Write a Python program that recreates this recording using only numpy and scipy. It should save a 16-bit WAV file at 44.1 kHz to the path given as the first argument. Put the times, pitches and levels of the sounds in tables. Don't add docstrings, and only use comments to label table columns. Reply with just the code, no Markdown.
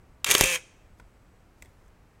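import sys
import numpy as np
from scipy import signal
from scipy.fft import rfft, irfft
from scipy.io import wavfile
from scipy.ndimage import uniform_filter1d

SR = 44100
rng = np.random.default_rng(int(sys.argv[2]) if len(sys.argv) > 2 else 0)


def to_wav(s):
    ch = np.atleast_2d(s).T
    pcm = np.round(np.clip(ch, -1, 1) * 32767)
    wavfile.write(sys.argv[1], SR, pcm.astype(np.int16))


N = 97020


def undb(db):
    return 10 ** (np.asarray(db) / 20)


def unit(x):
    return x / np.sqrt(np.mean(x ** 2))


def follow(t, table, **ends):
    return np.interp(t, *np.array(table).T, **ends)


def over_pitch(hz, table, column):
    rows = np.array(table)
    return np.interp(np.log(hz), np.log(rows[:, 0]), rows[:, column])


def smooth_noise(width):
    once = uniform_filter1d(rng.standard_normal(N), size=width)
    return unit(uniform_filter1d(once, size=width))


def grit(scatter_db, size):
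    impacts = rng.standard_normal(size)
    strength = undb(scatter_db * rng.exponential(size=size))
    return unit(impacts * strength)


# (frequency [Hz], relative level [dB per Hz])
AIR_SPECTRUM = [(20, 1), (98, -5), (142, -12.5), (300, -17), (660, -21.5), (1190, -25), (2300, -30.5),
                (3600, -39.5), (7000, -42), (9000, -45), (16000, -49)]
# (frequency [Hz], RMS level before the fade [dB])
THIN_TONES = [(8000, -86), (7000, -93)]
# (time [s], gain [dB])
TONE_FADE = [(0, -3), (.85, 0), (1.4, 0), (1.5, -9), (1.95, -9), (2.1, -3)]
AIR_DB, RUMBLE_SWAY_DB = -54.5, 3


def air(t):
    f = np.fft.rfftfreq(N, 1 / SR) + 1
    spectrum = undb(over_pitch(f, AIR_SPECTRUM, 1)) * rfft(rng.standard_normal(N))
    low_share = 1 / (1 + (f / 150) ** 2)
    rumble = undb(RUMBLE_SWAY_DB * smooth_noise(4000)) * irfft(spectrum * low_share, N)
    hiss = irfft(spectrum * (1 - low_share), N)
    fade_db = follow(t, TONE_FADE)
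    tones = sum(np.sqrt(2) * undb(db + fade_db) * np.sin(2 * np.pi * hz * t) for hz, db in THIN_TONES)
    return undb(AIR_DB) * unit(rumble + hiss) + tones


# (frequency [Hz], relative level [dB], t60 [s])
ROOM_TAIL = [(500, 2.5, .55), (2500, -1.5, 0.74), (4500, -1, 0.67), (7100, 6, .6), (10100, -4.5, .4),
             (13900, -4.5, .25)]
ROOM_DB = -16.5
EARLY_DB, EARLY_T60_S = 11, .15


def room(x):
    size = SR // 2
    t, f = np.arange(size) / SR, np.fft.rfftfreq(size, 1 / SR) + 1
    tail = 0
    for hz in 125 * 2 ** np.arange(0, 7.1, .5):
        window = np.exp(-8 * np.log2(f / hz) ** 2)
        band = irfft(rfft(rng.standard_normal(size)) * window, size)
        late = undb(over_pitch(hz, ROOM_TAIL, 1) - 60 * t / over_pitch(hz, ROOM_TAIL, 2))
        early = undb(EARLY_DB - 60 * t / EARLY_T60_S)
        tail = tail + band * (late + early)
    return undb(ROOM_DB) * signal.fftconvolve(x, tail / np.linalg.norm(tail))[:N]


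# (time [s], RMS level [dB])
SKIN_SLIDES = [(.96, -90), (.99, -71), (1.02, -88), (1.5, -90), (1.6, -76), (1.63, -71), (1.67, -75),
               (1.72, -80), (1.87, -80), (1.95, -89.5)]
SKIN_BAND = [3000, 11000]
SKIN_SCATTER_DB = 1.5


def rustle(t):
    skin = signal.lfilter(*signal.butter(1, SKIN_BAND, "band", fs=SR), grit(SKIN_SCATTER_DB, size=N))
    return undb(follow(t, SKIN_SLIDES, left=-200, right=-200)) * unit(skin)


def ring(x, hz, t60):
    r = np.exp(-np.log(1000) / (t60 * SR))
    resonator = [1, -2 * r * np.cos(2 * np.pi * hz / SR), r * r]
    return signal.lfilter([1, 0, -1], resonator, x) * np.sqrt(1 - r * r) / 2


GROUP_EDGES = [700, 2000, 5200]
CRACK_DB, CRACK_HZ = -12.5, 896.3


def body(force, modes):
    out = undb(CRACK_DB) * signal.lfilter(*signal.butter(2, CRACK_HZ, "high", fs=SR), force[-1])
    for hz, db, t60 in modes:
        group = np.searchsorted(GROUP_EDGES, hz)
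        out = out + undb(db) * ring(force[group], hz, t60)
    return out


# (frequency [Hz], level [dB], t60 [s])
CAMERA_IN_HANDS = [(40, -1.5, .08), (105, -1.5, 0.037), (200, -7, 0.039), (310, -1, 0.02)]
RISE_SHARE = .35
CHATTER_SCATTER_DB, PUSH_MS = 2.5, .4


def blows(rows, modes):
    ms = np.arange(1500) / SR * 1000
    force, push = np.zeros((4, N)), np.zeros(N)
    push_shape = ms / PUSH_MS * np.exp(-ms / PUSH_MS)
    for s, db, chatter_ms, bass_db, low_db, high_db, thump_db in rows:
        rise = (1 - np.exp(-ms / (RISE_SHARE * chatter_ms))) ** 2
        shape = rise * np.exp(-ms / chatter_ms)
        at = slice(int(s * SR), int(s * SR) + len(ms))
        for group, part_db in zip(force, (bass_db, low_db, 0, high_db)):
            hit = shape * grit(CHATTER_SCATTER_DB, size=len(ms))
            hit *= np.linalg.norm(shape) / np.linalg.norm(hit)
            group[at] += undb(db + part_db) * hit
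        push[at] += undb(db + thump_db) * push_shape
    thump = sum(undb(db) * ring(push, hz, t60) for hz, db, t60 in CAMERA_IN_HANDS)
    return body(force, modes) + thump


# (time [s], level [dB], chatter decay constant [ms],
#   bass, low and high modes and thump against the middle modes [dB each])
FINGER_TICKS = [(0.9923, -69, 0.86, -20, -8, -9, 0), (.9976, -60.5, 2.3, -5.5, 24, 3, 7.5),
                (1.0020, -63.5, 1.57, -10, 18, -12, -26), (1.6224, -36.5, 2.1, -16, -8.5, -1.5, -19.5),
                (1.6488, -52, 0.49, -10, 8, 2.5, -10), (1.6570, -52.5, 1.5, -10, 0, 0, -3),
                (1.5830, -66, 1.5, -20, -7.5, 3.5, -6), (1.861, -67.5, 2.5, -19.5, -7.5, 3, -10),
                (1.8800, -67, 1.5, -20, -6, 6, -12)]
# (frequency [Hz], level [dB], t60 [s])
BUTTON_MODES = [(570, 7, .02), (980, -1, 0.023), (1467, -2.5, .02), (1830, -2, 0.028), (2095, 6.5, 0.0097),
                (3350, 0, 0.045), (5400, -28, 0.026), (6390, -5.5, 0.0044), (7950, 1.5, 0.0034),
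                (9500, -6, 0.002), (13500, -8, 0.0022)]


def button_ticks():
    return blows(FINGER_TICKS, BUTTON_MODES)


# (time [s], gear rattle RMS level [dB], its high modes' drive [dB], whine RMS level [dB])
MOTOR_RUN = [(0.2595, -39, -6, -64), (.265, -27, -1, -51.5), (0.286, -28.5, -1.5, -43.5),
             (0.308, -25, 2.5, -44.5), (.35, -29.5, 0.5, -41.5), (.38, -30.5, 2.5, -41.5),
             (0.412, -24.5, 1, -37.5), (0.437, -29, 1.5, -27), (.47, -28.5, 2.5, -29),
             (0.514, -30.5, 2.5, -29), (0.551, -31, 4, -29), (0.56, -26, -3, -35.5),
             (0.569, -39.5, -0.5, -37), (0.587, -54, 3, -47), (0.601, -85, -3, -67)]
# (time [s], shaft speed [turns per s])
SHAFT_SPEED = [(.2615, 120), (.284, 142), (.3, 156), (.325, 165), (.35, 171), (.39, 177), (.42, 179),
               (.44, 176.5), (.515, 176), (.54, 168), (.56, 169), (.575, 164), (.6, 140)]
# (multiple of the shaft speed, relative level [dB])
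WHINE_HARMONICS = [(1, -20.5), (2, -24), (3, -6.5), (4, -26.5), (5, -18.5), (6, -15), (7, -20.5),
                   (8, -26.5), (9, -14), (10, -10), (11, -12), (12, -19.5), (13, -6.5), (14, -3.5), (15, 0),
                   (16, -15.5), (17, -13), (18, -13.5), (19, -14)]
# (time [s], gain [dB])
RATTLE_LOW_GAIN = [(.26, 0.5), (.3, 1.5), (.45, -0.5), (.48, -7.5), (.53, -9.5), (.56, -0.5)]
# (frequency [Hz], level [dB], t60 [s])
BODY_MODES = [(415, -3.5, .05), (524, -1, 0.024), (950, -12.5, .025), (1120, -8, .025), (1350, -7, 0.0097),
              (1640, -5, 0.011), (1910, -8.5, .015), (2377, 2, .012), (2730, 0.5, 0.0089), (3150, 0, .012),
              (3600, -8.5, 0.036), (4350, -16.5, .008), (6100, -10, .006), (6600, 0.5, .01),
              (7404, -1.5, .005), (8400, -0.5, .003), (9580, -1.5, .004), (11800, -6.5, .002),
              (14100, -14.5, .0015)]
RATTLE_BASS_DB, RATTLE_LOW_DB = -6, 1
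RATTLE_SCATTER_DB, RATTLE_TOP_HZ = .5, 11000
CLATTER_DB = .5
TURN_DEPTH, WOBBLE = .3, .001


def motor(t):
    s, rattle_db, high_db, whine_db = np.array(MOTOR_RUN).T
    wobble = unit(uniform_filter1d(rng.standard_normal(N), size=300))
    speed = follow(t, SHAFT_SPEED) * (1 + WOBBLE * wobble)
    turn = 2 * np.pi * np.cumsum(speed) / SR
    whine = unit(sum(undb(db) * np.sin(k * turn + rng.uniform(0, 2 * np.pi)) for k, db in WHINE_HARMONICS))

    gate = (1 + TURN_DEPTH * np.sin(turn)) * undb(CLATTER_DB * smooth_noise(90))
    lows_db = follow(t, RATTLE_LOW_GAIN)
    drive_db = RATTLE_BASS_DB + lows_db, RATTLE_LOW_DB + lows_db, 0, np.interp(t, s, high_db)
    force = [undb(db) * gate * grit(RATTLE_SCATTER_DB, size=N) for db in drive_db]
    rattle = signal.lfilter(*signal.butter(1, RATTLE_TOP_HZ, fs=SR), body(force, BODY_MODES))

    whine_level = undb(np.interp(t, s, whine_db, left=-200, right=-200))
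    rattle_level = undb(np.interp(t, s, rattle_db, left=-200, right=-200))
    return whine_level * whine + rattle_level * unit(rattle)


# (time [s], level [dB], chatter decay constant [ms],
#   bass, low and high modes and thump against the middle modes [dB each])
CAMERA_CLACKS = [(.2440, -12, 1.8, -27.5, -6, -3.5, -41.5), (.2632, -28.5, 1.5, -12.5, -8.5, -1, -30),
                 (.2887, -27, 1.2, -11.5, -10.5, 3, -10), (.2945, -25, 1.5, -14, -5.5, -7, -24),
                 (.3022, -20, 2.3, -13, -8, 0.5, -18.5), (.3072, -25.5, 1.4, -11, -7.5, 9.5, -21),
                 (.3108, -9, 3.04, -17.5, -10, -0.5, -31.5), (.3182, -14.5, 1.65, -9.5, -2, 1, -29),
                 (.3300, -25, 0.95, -14.5, -5, -2.5, -21.5), (.3400, -20, 2.1, -7.5, -4, 3.5, -19),
                 (.3495, -1.5, 2, -8.5, -6, -12, -34.5), (.3805, -22.5, 1.7, -7, -12, 8.5, -18.5),
                 (.3897, -27.5, 1.1, -10, -8, 7, -21.5), (.4098, -3, 0.87, 1, 2, 0.5, -17),
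                 (.4232, -23, 1.1, -7.5, -4, -0.5, -19.5), (.4365, -15.5, 2.7, -3.5, -7, 1.5, -10),
                 (.4410, -24.5, 1, -9.5, -11.5, 7.5, -24), (.4575, -25, 1.3, 4.5, -6, 6.5, -24.5)]


def shutter_clacks():
    return blows(CAMERA_CLACKS, BODY_MODES)


def scene():
    t = np.arange(N) / SR
    camera = shutter_clacks() + button_ticks() + motor(t) + rustle(t)
    return np.tile(camera + room(camera) + air(t), (2, 1))


BOTTOM_HZ, TOP_HZ = 20.4, 15900


def record(dry):
    dry = np.clip(signal.lfilter(*signal.butter(2, BOTTOM_HZ, "high", fs=SR), dry), -1, 1)
    return signal.sosfilt(signal.ellip(10, .2, 80, TOP_HZ, fs=SR, output="sos"), dry)


dry = scene()
out = record(dry)
to_wav(out)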